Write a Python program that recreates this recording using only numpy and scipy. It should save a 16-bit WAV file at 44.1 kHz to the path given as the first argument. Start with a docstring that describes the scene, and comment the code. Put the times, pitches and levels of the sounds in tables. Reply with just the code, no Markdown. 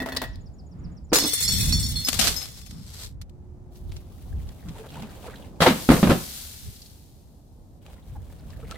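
"""A paved yard with a wooden ramp. A glass jar of banknotes knocks down the boards and smashes; its
shards ring in their natural modes as they bounce, and paper snaps near the microphone. Water balloons
follow, rubbing and squeaking by stick-slip friction, burst below in three pairs and rain spray on the
tiles; more begin to roll. Turbulent wind buffets the microphone over a distant town, a small bird
calls while the jar falls, and a faint hum comes and goes."""
import sys
import numpy as np
from scipy import signal
from scipy.fft import rfft, irfft
from scipy.io import wavfile
from scipy.ndimage import uniform_filter1d

SR = 44100
rng = np.random.default_rng(int(sys.argv[2]) if len(sys.argv) > 2 else 0)


def generate_wav(sig):
    """Save sig (samples, or channels by samples) to the path in sys.argv[1] as 16-bit PCM at SR."""
    pcm = np.round(np.clip(np.atleast_2d(sig).T, -1, 1) * 32767).astype(np.int16)
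    wavfile.write(sys.argv[1], SR, pcm)


N = 386757
T = np.arange(N) / SR
AGE = T[:SR // 2]  # seconds since the onset of one short sound
TOP_HZ = 16300

# jar striking the ramp: start_s, level_db, ring_db
JAR_KNOCKS = [(.002, -33.5, -26.5), (0.019, -31.5, -38), (0.06, -31.5, -52), (0.087, -32, -35),
              (.121, -32, -29.5), (.149, -35.5, -49), (.166, -29, -28.5), (.217, -24.5, -34.5),
              (.238, -33.5, -31.5)]
# modes of the whole jar: pitch_hz, level_db, t60_s
JAR_MODES = [(259.3, -4.5, 0.29), (652, -11, 0.16), (1750, -13, 0.18), (1928, -13, 0.12),
             (1923, -5.5, 0.21), (2603, -15, 0.17), (3520, -9, 0.071), (4360, -11.5, 0.079),
             (5300, -16, 0.056)]
# jar and load hitting boards and tiles: start_s, level_db, pitch_hz, t60_s
JAR_THUDS = [(0.017, -28.5, 259, 0.21), (.060, -30, 681, 0.2), (1.119, -26.5, 326, 0.063),
             (1.126, -16, 322, 0.084), (1.1314, -6, 610, 0.0097), (1.155, -19, 770, 0.016),
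             (1.165, -22, 299, 0.21), (1.222, -27.5, 322, 0.13), (1.239, -22.5, 309, 0.19)]
# grit under the jar: start_s, level_db, t60_s
JAR_GRINDS = [(0.164, -23, 0.027), (0.169, -18, 0.035), (0.216, -39, 0.042), (.357, -45, 0.024)]
# fractures and scrapes: start_s, level_db, t60_s, left_minus_right_db
GLASS_CRACKS = [(1.131, -15.5, 0.28, -2.5), (1.145, -21, 0.21, 7.5), (1.156, -16, 0.093, -2.5),
                (1.186, -12, 0.018, -11.5), (1.333, -27.5, 0.07, -1), (1.407, -30.5, .05, 6),
                (1.479, -31.5, 0.22, 2), (1.723, -31, 0.07, -4)]
# modes of each big piece, by name: pitch_hz, level_db, t60_s
PIECE_MODES = {"wall": [(5180, 0, .18), (6450, -14, .35), (11900, -10, .1), (13550, -14, .11)],
               "base": [(4394, 0, .27), (5475, -3, .28), (6800, -10, .28)], "neck": [(4298, 0, .27),
               (3488, -8, .35), (8740, -14, .15)]}
# big pieces landing: start_s, piece, level_db, left_minus_right_db
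PIECE_LANDINGS = [(1.163, "wall", -21, 1), (1.183, "wall", -19, -9), (1.201, "base", -26, -6.5),
                  (1.236, "wall", -23.5, -5.5), (1.334, "neck", -30.5, -2), (1.438, "wall", -27, -5.5),
                  (1.479, "base", -20.5, -7), (1.519, "neck", -32, 10.5), (1.61, "base", -31, -6.5),
                  (1.724, "base", -19, -5.5), (1.829, "base", -27.5, -7), (1.958, "neck", -23.5, -2.5),
                  (2.048, "wall", -21, -4), (2.364, "wall", -28.5, 19), (2.427, "wall", -33, 11.5)]
# chips landing: start_s, pitch_hz, level_db, left_minus_right_db
CHIP_LANDINGS = [(1.160, 7100, -17.5, 3.5), (1.334, 9440, -19.5, 5.5), (1.335, 8500, -27.5, 15),
                 (1.406, 6840, -30, 3), (1.437, 7540, -22.5, -7.5), (1.483, 7450, -26.5, 6.5),
                 (1.522, 7800, -23, 4.5), (1.799, 8440, -25, -2.5)]
# spectra of wood and glass contacts: frequency_hz, level_db
RAMP_SPECTRUM = [(59, -32), (100, -14), (425, -1), (660, 0.5), (1530, -9.5), (1880, -2.5), (2420, -20),
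                 (3610, -15.5), (6620, -23), (15000, -22.5)]
CRACK_SPECTRUM = [(290, -25), (500, 8), (570, -19.5), (631, -11), (1020, -5.5), (3250, -11), (3750, -5.5),
                  (6330, -5.5), (7310, -5.5), (8960, -9.5), (16000, -14)]
SHARD_SPECTRUM = [(1600, -5.5), (2100, 3.5), (2800, -22.5), (3450, -10.5), (4400, -12.5), (5400, -14),
                  (7000, -12), (9500, -13), (12000, -15), (16000, -14)]
GRIND_SPECTRUM = [(2500, -9), (3600, -1.5), (4700, 3), (6000, -8), (14000, -18.5)]

# gusts: peak_s, half_width_s, rumble_db, buffet_db
WIND_GUSTS = [(.33, 0.22, -41.5, -48), (0.861, 0.095, -41.5, -36.5), (1.69, 0.14, -27.5, -26),
              (1.95, 0.055, -34, -32), (2.24, 0.1, -35.5, -37.5), (2.769, 0.046, -50, -37),
              (3.17, .1, -42, -52), (3.91, 0.065, -36.5, -50.5), (4.37, 0.098, -35.5, -45.5),
              (4.69, 0.038, -40, -37), (5.022, 0.062, -46.5, -37), (6.679, 0.034, -38.5, -50),
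              (8.15, 0.1, -41, -49), (8.72, 0.34, -44.5, -43)]
# envelopes of breeze and town: time_s, level_db
BREEZE_LEVELS = [(0, -47), (5.5, -49), (7.4, -55.5), (8.77, -45)]
TOWN_LEVELS = [(0, -52.5), (3.2, -61), (3.35, -56.5), (5.6, -46.5), (6.6, -58.5), (8.77, -54)]
# spectra of town and wind: frequency_hz, level_db
TOWN_SPECTRUM = [(150, -1), (260, -2), (450, -10), (800, -14.5), (1400, -32.5), (2500, -42.5), (6000, -39),
                 (15000, -48.5)]
RUMBLE_SPECTRUM = [(25, -7.5), (45, 1), (75, 2.5), (120, -5), (200, -22)]
BUFFET_SPECTRUM = [(100, -3.5), (150, 3), (230, -3), (350, -20.5), (600, -33), (1200, -32)]
# bird's figure: delay_s, length_s, level_db, start_hz, middle_hz, end_hz
BIRD_NOTES = [(0, .03, -60, 7900, 6850, 6750), (.05, .036, -54, 6300, 5200, 4150)]

# banknotes flicking: start_s, level_db, t60_s, left_minus_right_db
PAPER_SNAPS = [(2.070, -32, 0.25, 16), (2.085, -10, 0.041, 2.5), (2.129, -23.5, 0.023, 23),
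               (2.14, -31, 0.085, 23), (2.19, -21.5, 0.11, 22), (2.211, -17.5, 0.23, -6.5),
               (2.239, -24.5, 0.35, 8), (2.270, -17.5, 0.12, -13), (2.414, -34.5, 0.28, -3),
               (2.455, -33, 0.03, -1), (2.488, -54, 0.013, 4), (2.615, -44, 0.028, 17),
               (2.662, -46.5, 0.06, 19), (2.709, -34, 0.031, -2), (3.214, -38, 0.044, -2),
               (3.295, -47.5, 0.021, 1)]
# banknotes sweeping by: closest_s, level_db, approach_s, retreat_s
PAPER_PASSES = [(2.26, -27, 0.23, 0.2), (2.59, -51.5, 0.076, 0.043), (3.052, -40.5, 0.31, 0.052)]
# spectra of paper: frequency_hz, level_db
SNAP_SPECTRUM = [(88, -40.5), (150, -29), (235, 3), (361, -12), (790, -5), (888, -18.5), (1210, -6.5),
                 (1760, -9), (4490, -3.5), (15100, -15.5), (16000, -52.5)]
RUSTLE_SPECTRUM = [(410, -7.5), (700, -12.5), (2700, -14), (4210, -5), (6830, -12), (7790, -8.5),
                   (10500, -17), (11800, -11), (16000, -26.5)]

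# rows of balloons on the ramp: start_s, last_off_s, rub_db, hiss_db
BALLOON_RUNS = [(3.715, 5.35, -55, -59.5), (7.813, 8.77, -51, -62)]
# hard drags on the wood: peak_s, level_db
RUBBER_DRAGS = [(4.77, -49.5), (4.96, -48), (5.27, -50.5), (7.865, -58.5), (8.716, -51.5)]
# rubber catching: start_s, level_db, resonance_hz
RUBBER_SCUFFS = [(3.756, -43, 5116), (3.917, -41, 3600), (3.962, -37.5, 4800), (4.487, -41, 3630),
                 (4.684, -34, 3760), (4.899, -39, 3030), (5.02, -35, 2400), (5.27, -43, 1503),
                 (7.861, -43.5, 2700), (8.502, -44, 4500), (8.711, -32.5, 4380)]
# rubber squeaking: start_s, start_hz, end_hz, length_s, level_db
RUBBER_SQUEAKS = [(4.324, 1530, 1810, 0.0079, -49), (4.634, 231, 147, 0.07, -36.5),
                  (4.738, 810, 1000, 0.037, -45.5), (4.772, 408, 470, 0.059, -39),
                  (4.951, 813, 1016, 0.035, -40), (5.009, 239, 198, 0.056, -34.5),
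                  (5.267, 640, 385, 0.031, -35), (5.327, 1940, 1840, 0.023, -46),
                  (8.146, 940, 803, 0.0287, -42), (8.614, 1180, 1350, 0.031, -50),
                  (8.62, 426, 460, 0.033, -40.5), (8.705, 1400, 1300, 0.026, -35),
                  (8.747, 2030, 1900, 0.021, -43)]
# spectra of rubber friction: frequency_hz, level_db
RUB_SPECTRUM = [(300, -7.5), (500, 1.5), (1000, -8), (2000, -14), (3800, -15.5), (5500, -25), (8000, -20)]
HISS_SPECTRUM = [(3500, .5), (7500, -3), (12000, -1), (15000, -2)]

# balloons bursting: start_s, thump_db, thump_hz, slap_db, slap_t60_s, tear_db
BALLOON_BURSTS = [(5.604, -14, 170, -13.5, 0.051, -16.5), (5.617, -12.5, 187, -17, 0.28, -11),
                  (5.661, -13.5, 797, -11.5, 0.12, -10.5), (5.889, -2.5, 219, -10, 0.031, -22),
                  (5.915, -8.5, 257, -19, 0.14, -24), (6.029, -2, 193, -19.5, 0.13, -21.5),
                  (6.095, -5.5, 184, -19, 0.1, -20.5)]
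# freed water landing: start_s, thump_db, thump_hz
WATER_FLOPS = [(5.706, -11.5, 244), (5.901, -2, 226), (5.936, -12.5, 174), (5.964, -11.5, 209),
               (6.070, -8.5, 189), (6.104, -5.5, 235), (6.116, -11.5, 205)]
# one jet for each pair of balloons: peak_s, level_db
SPRAY_JETS = [(5.615, -35), (5.915, -35), (6.10, -47)]
# late heavy drops: start_s, level_db
HEAVY_DROPS = [(6.385, -55), (6.47, -55), (6.76, -44), (6.818, -41), (6.86, -47), (6.90, -52)]
# spectra of water and tearing skin: frequency_hz, level_db
SLAP_SPECTRUM = [(71, -40), (120, -14.5), (245, -11.5), (381, -15.5), (480, 3), (961, -9.5), (1210, -7),
                 (1470, -10.5), (4320, -25.5), (5660, -33.5), (12000, -33), (15600, -75.5), (22000, -120)]
SPRAY_SPECTRUM = [(240, -46), (400, -6), (504, -12.5), (1040, -13), (1400, -11), (2510, -9), (4110, -1.5),
                  (5780, -4), (15000, -5), (16000, -21.5)]
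SLOSH_SPECTRUM = [(55, -3), (110, -8), (170, 3), (270, -2.5), (400, -9.5)]
DROP_SPECTRUM = [(1800, -21), (4500, 8), (6500, -2)]
TEAR_SPECTRUM = [(700, 1.5), (1500, -2), (4000, -5), (6000, -17), (15000, -27.5)]

# spectra of slow random modulations: frequency_hz, level_db
CRINKLE_SPECTRUM = [(15, 10.5), (60, -1), (120, -17.5)]
GRIP_SPECTRUM = [(5, 6), (30, -6), (60, -17)]
WOBBLE_SPECTRUM = [(30, -.5), (300, -9), (500, -18)]
# spectrum of the wall reflections: frequency_hz, level_db
YARD_SPECTRUM = [(100, -5), (600, -1.5), (3000, 4), (15000, -12)]


def amp(db):
    """Decibels as an amplitude ratio."""
    return 10 ** (np.asarray(db) / 20)


def unit(x):
    """Normalisation to rms 1."""
    return x / np.sqrt(np.mean(x ** 2) + 1e-18)


def even(x):
    """Gain control: rms stays near 1 from one quarter second to the next."""
    return x / np.sqrt(uniform_filter1d(np.mean(x ** 2, axis=0), SR // 4) + .01 * np.var(x))


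def fader(rows):
    """An envelope interpolated in decibels."""
    return amp(np.interp(T, *np.transpose(rows)))


def fade(t60, rise=.00014):
    """Exponential damping after a quick onset: 60 dB in t60 seconds."""
    return (1 - np.exp(-AGE / rise)) * np.exp(-np.log(1000) * AGE / t60)


def gate(start, stop):
    """A time window with soft edges."""
    return uniform_filter1d(1. * ((T >= start) & (T < stop)), SR // 50)


def release(s, db_per_s):
    """Unit gain until time s, then exponential decay."""
    return amp(-db_per_s * np.maximum(T - s, 0))


def swell(s, rise_s, fall_s):
    """An exponential peak at time s: up 20 dB in rise_s, down 20 dB in fall_s."""
    return amp(-20 * np.maximum((s - T) / rise_s, (T - s) / fall_s))


def shape(hz, spectrum):
    """Frequency response of a spectrum, falling 12 dB an octave beyond its ends."""
    f, db = np.transpose(spectrum)
    hz = np.maximum(hz, 1)
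    skirts = np.minimum(hz / f[0], 1) ** 2 * np.minimum(f[-1] / hz, 1) ** 2
    return amp(np.interp(np.log(hz), np.log(f), db)) * skirts


def colour(x, spectrum):
    """Linear filtering imposes a spectrum, at rms 1."""
    n = x.shape[-1]
    return unit(irfft(rfft(x) * shape(np.fft.rfftfreq(n, 1 / SR), spectrum), n))


def grains(n, rate, spread_db):
    """Shot noise: random tiny impacts of unequal size, rate per second."""
    impacts = (rng.random(n) < rate / SR) * rng.standard_normal(n)
    return unit(impacts * amp(spread_db * np.minimum(rng.exponential(size=n), 4)))


def texture(spectrum, rate, spread_db, wide_hz, n=len(AGE)):
    """Filtered stereo shot noise, coherent below wide_hz and incoherent above."""
    mid, side = (grains(n, rate, spread_db) for _ in range(2))
    f = np.fft.rfftfreq(n, 1 / SR)
    side = irfft(rfft(side) * f / np.hypot(f, wide_hz), n)
    return colour(np.array([mid + side, mid - side]), spectrum)


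def add(out, s, x, pan_db=0):
    """Superposition: a sound joins the mix at time s."""
    i = max(int(s * SR), 0)
    out[:, i:i + len(AGE)] += (x * amp(np.array([[pan_db], [-pan_db]]) / 2))[:, :N - i]


def ring(hz, t60, lag_cap=np.pi):
    """A damped mode; short waves reach the two microphone ports out of phase."""
    lag = rng.uniform(-1.19, 1) * min(hz / 1500, lag_cap) * np.array([[.5], [-.5]])
    return np.sin(2 * np.pi * hz * AGE + lag) * fade(t60, rise=.0001)


def thump(hz, t60, sag):
    """A damped oscillation; positive sag lowers the pitch, as when a mass spreads."""
    pitch = hz * (1 + sag * (np.exp(-AGE / .0099) - .5))
    return np.sin(2 * np.pi * np.cumsum(pitch) / SR) * fade(t60)


def jar_knocks():
    """Impact excitation: each knock sounds the boards and the jar's natural modes."""
    out = np.zeros((2, N))
    for s, db, ring_db in JAR_KNOCKS:
        add(out, s, amp(db) * fade(.098) * texture(RAMP_SPECTRUM, 5000, 1.6, wide_hz=1490))
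        for hz, mode_db, t60 in JAR_MODES:
            gain = amp(ring_db + mode_db + 2 * rng.standard_normal())
            add(out, s, gain * ring(hz * (1 + .0093 * rng.standard_normal()), t60))
    return out


def wind():
    """Turbulent pressure rumbles and flutters on the ports, more on the right one."""
    rumble = amp(4.5) * texture(RUMBLE_SPECTRUM, 20000, 0, wide_hz=133, n=N)
    buffet = amp(-2.5) * texture(BUFFET_SPECTRUM, 20000, 0, wide_hz=500, n=N)
    push = fader(BREEZE_LEVELS)
    flutter = amp(-2.5) * push
    for s, width, rumble_db, buffet_db in WIND_GUSTS:
        gust = np.exp(-((T - s) / width) ** 2 / 2)
        push = np.maximum(push, amp(rumble_db) * gust)
        flutter = np.maximum(flutter, amp(buffet_db) * gust)
    return (push * rumble + flutter * buffet) * amp([[-.62], [.62]])


def town():
    """Ambient noise: a distant town, its energy mostly at low frequencies."""
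    return fader(TOWN_LEVELS) * texture(TOWN_SPECTRUM, 17000, 0, wide_hz=882, n=N)


def jar_thuds():
    """Heavy damping: the loaded jar lands with a short tone in a band of noise."""
    out = np.zeros((2, N))
    for s, db, hz, t60 in JAR_THUDS:
        band = [(hz / 2, -6), (hz, 0), (hz * 1.3, -7), (hz * 5, -22)]
        knock = amp(-2.5) * fade(t60) * texture(band, 8000, 1, wide_hz=1500)
        add(out, s, amp(db) * (thump(hz, t60, sag=.11) + knock))
    return out


def grinding():
    """Friction on trapped grit drives the jar's wall into shrill vibration."""
    out = np.zeros((2, N))
    for s, db, t60 in JAR_GRINDS:
        add(out, s, amp(db) * fade(t60) * texture(GRIND_SPECTRUM, 6500, 1, wide_hz=1500))
    return out


def bird():
    """Frequency sweeps: a small bird repeats a high hook and a steep fall."""
    out = np.zeros((2, N))
    for s in .275 + .127 * np.arange(7):
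        for delay, length, db, *contour_hz in BIRD_NOTES:
            progress = np.minimum(AGE / length, 1)
            pitch = np.interp(progress, [0, .5, 1], contour_hz) * (1 + .01 * rng.standard_normal())
            envelope = amp(db - 2 * rng.exponential()) * np.sin(np.pi * progress) ** 2
            add(out, s + delay, envelope * np.sin(2 * np.pi * np.cumsum(pitch) / SR))
    return out


def cracks():
    """Brittle fracture: the glass cracks and scrapes in broadband bursts."""
    out = np.zeros((2, N))
    for s, db, t60, pan_db in GLASS_CRACKS:
        add(out, s, amp(db) * fade(t60) * texture(CRACK_SPECTRUM, 7000, 1.5, wide_hz=1200), pan_db)
    return out


def shards(count=210, smash_s=1.15, settled_s=2.75, restitution=.75):
    """Inelastic collisions: small ringing shards bounce ever faster and softer."""
    crowd, contact_power = np.zeros((2, N)), np.zeros((2, N))
    contact = fade(.063)
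    for _ in range(count):
        modes_hz = 2500 * 4 ** rng.random() * np.cumprod([1, *rng.uniform(1.15, 1.6, 3)])
        t60 = .11 * rng.uniform(.4, 1.5)  # at 5 kHz; higher modes die sooner
        shard = sum(shape(hz, SHARD_SPECTRUM) * np.sqrt(hz) * (hz < TOP_HZ)
                    * ring(hz, t60 * np.sqrt(5000 / hz)) for hz in modes_hz)
        s = rng.uniform(smash_s - .1, settled_s)
        flight_s = .11 * rng.uniform(.4, 1.6)
        for bounce in range(6):
            size = amp(4 * rng.standard_normal() - bounce)
            pan_db = 6 * rng.standard_normal() - 2
            add(crowd, s, size * shard, pan_db)
            add(contact_power, s, (size * contact) ** 2, pan_db)
            s += flight_s * restitution ** bounce * rng.uniform(.7, 1.3)
    grit = texture(SHARD_SPECTRUM, 5400, 1.8, wide_hz=997, n=N)
    crunch = even(np.sqrt(contact_power) * grit)  # splinters at each contact
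    # sliding keeps the big pieces singing in their lowest modes
    sliding = sum(signal.lfilter(*signal.iirpeak(hz, hz / 40, fs=SR), grit)
                  for hz in (3480, 4395, 5175, 5470))
    clatter = even(crowd) + amp(-15.5) * crunch + amp(-5.5) * unit(sliding)
    return amp(-27) * gate(smash_s, settled_s) * release(smash_s + .44, db_per_s=26) * clatter


def chatter(hz, t60, rattle_db=1.5):
    """Amplitude modulation: rattling on the tile jolts the level of a mode."""
    jolts = uniform_filter1d(rng.standard_normal(len(AGE)), SR // 250)
    jolts = unit(uniform_filter1d(jolts, SR // 400))
    return ring(hz, t60, lag_cap=np.pi / 2) * amp(rattle_db * np.clip(jolts, -2, 2))


def clink(modes):
    """Impulse response of glass on tile: a contact tick, then its modes."""
    tick = amp(-14.5) * fade(.0067, rise=.0002) * texture(SHARD_SPECTRUM, 9000, 1, wide_hz=1000)
    return tick + sum(amp(db) * chatter(hz, t60) for hz, db, t60 in modes)


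def pieces():
    """Free vibration: three big pieces ring at each landing; chips ping higher and shorter."""
    out = np.zeros((2, N))
    for s, piece, db, pan_db in PIECE_LANDINGS:
        modes = PIECE_MODES[piece]
        # clear of the tile, a piece rings on faintly
        linger = sum(amp(mode_db) * ring(hz, t60=2.3) for hz, mode_db, _ in modes[:2])
        add(out, s, amp(db) * (clink(modes) + amp(-26.5) * linger), pan_db)
    for s, hz, db, pan_db in CHIP_LANDINGS:
        add(out, s, amp(db) * clink([(hz, 0, .11), (hz * 1.52, -9.5, .11)]), pan_db)
    return out


def paper():
    """Level rises with proximity: banknotes rustle and snap past the microphone."""
    crinkle = amp(1.1 * colour(rng.standard_normal(N), CRINKLE_SPECTRUM))
    nearness = sum(amp(db) * swell(s, approach, retreat) for s, db, approach, retreat in PAPER_PASSES)
    out = amp(1.5) * nearness * crinkle * texture(RUSTLE_SPECTRUM, 3700, .94, wide_hz=1180, n=N)
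    for s, db, t60, pan_db in PAPER_SNAPS:
        snap = fade(t60, rise=.001) * texture(SNAP_SPECTRUM, 8000, 1.8, wide_hz=1200)
        add(out, s, amp(db) * snap, pan_db)
    return out


def hum(pitch_hz=359):
    """A pure tone, faint and brief."""
    return amp(-55.5) * gate(3.3, 4.1) * np.sin(2 * np.pi * pitch_hz * T)


def slips(count=560):
    """Stick-slip friction: each tiny slip rasps around one pitch of the rubber skin."""
    out = np.zeros((2, N))
    for s in rng.uniform(3.7, 8.75, size=count):
        hz, t60 = 500 * 10 ** rng.random(), rng.uniform(.03, .09)
        rasp = unit(uniform_filter1d(rng.standard_normal(len(AGE)), int(3 * SR / hz)))
        gain = shape(hz, RUB_SPECTRUM) * np.sqrt(hz) * amp(4 * rng.standard_normal())
        tone = thump(hz, t60, sag=-.05) * np.minimum(AGE / .006, 1)
        add(out, s, gain * rasp * tone, pan_db=4 * rng.standard_normal())
    return unit(out)


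def rolling(full_speed_s=1.43):
    """Friction noise grows as the balloons gather speed, and swells where one drags."""
    out = np.zeros((2, N))
    grip = amp(2.2 * colour(rng.standard_normal(N), GRIP_SPECTRUM))
    rubbing = grip * texture(RUB_SPECTRUM, 2500, 3, wide_hz=1500, n=N) + amp(-3) * slips()
    hiss = amp(5) * grip * texture(HISS_SPECTRUM, 5000, 1.9, wide_hz=1505, n=N)
    for start, off, rub_db, hiss_db in BALLOON_RUNS:
        speed = np.clip((T - start) / full_speed_s, 0, 1)
        on_ramp = gate(start, np.inf) * release(off, db_per_s=58.5)
        out += on_ramp * amp(rub_db + 16.5 * (speed - 1)) * rubbing
        out += on_ramp * amp(hiss_db + 6.5 * (speed - 1.5)) * hiss
    return out + rubbing * sum(amp(db) * swell(s, .042, .18) for s, db in RUBBER_DRAGS)


def scuffs():
    """Rubber catching on the boards excites a broad resonance of the skin."""
    out = np.zeros((2, N))
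    for s, db, hz in RUBBER_SCUFFS:
        skin = [(500, -5), (hz / 2, -4), (hz, -1), (hz * 1.8, -9), (12000, -19)]
        add(out, s, amp(db) * fade(.043, rise=.0023) * texture(skin, 2000, 4.2, wide_hz=1970))
    return out


def squeaks(harmonic_step_db=-18.5):
    """Nearly periodic stick-slip gives a rough, gliding harmonic tone."""
    out = np.zeros((2, N))
    for s, start_hz, end_hz, length, db in RUBBER_SQUEAKS:
        progress = np.minimum(AGE / length, 1)
        waver = .08 * unit(uniform_filter1d(rng.standard_normal(len(AGE)), SR // 900))
        pitch = (start_hz + (end_hz - start_hz) * progress) * (1 + waver)
        phase = 2 * np.pi * np.cumsum(pitch) / SR
        tone = sum(amp(harmonic_step_db * k) * np.sin((k + 1) * phase) for k in range(4))
        add(out, s, amp(db) * np.sin(np.pi * progress ** 1.8) * tone)
    return out


def water_hit(thump_db, hz, slap_db, slap_t60):
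    """Liquid impact: a mass of water thumps, sloshes and slaps the mat."""
    slosh = amp(-11.5) * fade(.27, rise=.0015) * texture(SLOSH_SPECTRUM, 7300, 1, wide_hz=1200)
    slap = fade(slap_t60, rise=.00064) * texture(SLAP_SPECTRUM, 4000, 1.3, wide_hz=2200)
    return amp(thump_db) * (thump(hz, .05, sag=.22) + slosh) + amp(slap_db) * slap


def bursts():
    """Membrane rupture: each balloon tears on the mat and its water flops down."""
    out = np.zeros((2, N))
    for s, thump_db, hz, slap_db, t60, tear_db in BALLOON_BURSTS:
        tear = fade(.15, rise=.0053) * texture(TEAR_SPECTRUM, 5000, .85, wide_hz=2000)
        add(out, s, water_hit(thump_db, hz, slap_db, t60) + amp(tear_db) * tear)
    for s, db, hz in WATER_FLOPS:
        add(out, s, water_hit(db, hz, slap_db=db - 12, slap_t60=.14))
    return out


def spray(flight_s=.28):
    """Incoherent sources add in power: jets, falling spray and a trickle; heavy drops land late."""
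    fine = amp(5.5) * texture(SPRAY_SPECTRUM, 12000, 1.5, wide_hz=1200, n=N)
    coarse = amp(-11.5) * texture(SPRAY_SPECTRUM, 350, 2.6, wide_hz=1200, n=N)
    jets = sum(amp(db) * swell(s, .01, .23) for s, db in SPRAY_JETS)
    rain = amp(-43.5) * release(SPRAY_JETS[-1][0] + flight_s, db_per_s=32.5)
    trickle = amp(-77.5)
    falling = gate(SPRAY_JETS[0][0], 7.8) * np.hypot(rain, trickle)
    out = np.hypot(jets, falling) * (fine + coarse)
    for s, db in HEAVY_DROPS:
        add(out, s, amp(db) * fade(.059) * texture(DROP_SPECTRUM, 3400, 1.8, wide_hz=1490))
    return out


def gulp(start_s=5.662, start_hz=828, end_hz=181, sink_s=.013):
    """A broad resonance sinks as the first sheet of water spreads."""
    out = np.zeros((2, N))
    pitch = end_hz + (start_hz - end_hz) * np.exp(-AGE / sink_s)
    wobble = colour(rng.standard_normal(len(AGE)), WOBBLE_SPECTRUM)
    phase = 2 * np.pi * np.cumsum(pitch * (1 + .25 * wobble)) / SR
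    add(out, start_s, amp(-10) * fade(.24, rise=.005) * np.sqrt(2) * np.sin(phase))
    return out


def yard(x, t60, db):
    """Reverberation: the walls return a short diffuse tail."""
    tail = colour(rng.standard_normal((2, len(AGE))), YARD_SPECTRUM) * fade(t60, rise=.0017)
    tail /= np.sqrt(np.sum(tail ** 2) / 2)
    return x + amp(db) * signal.fftconvolve(x, tail, axes=1)[:, :N]


def scene():
    """Superposition: glass, balloons and bird reverberate; the rest arrives direct."""
    glass = jar_knocks() + jar_thuds() + cracks() + grinding() + pieces() + shards()
    balloons = rolling() + scuffs() + squeaks() + bursts() + gulp() + spray()
    return (yard(glass + balloons, t60=.41, db=-16) + paper() + yard(bird(), t60=.25, db=-11)
            + wind() + town() + hum())


def record(dry):
    """Microphone response: a brighter left port, clipping at full scale, then a steep low-pass."""
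    treble = signal.sosfiltfilt(signal.butter(2, 6000, "high", fs=SR, output="sos"), dry)
    ports = dry + .24 * np.array([[1], [-1]]) * treble
    lowpass = signal.ellip(10, .2, 80, TOP_HZ, fs=SR, output="sos")
    return signal.sosfilt(lowpass, np.clip(ports, -1, 1))


dry = scene()
out = record(dry)
generate_wav(out)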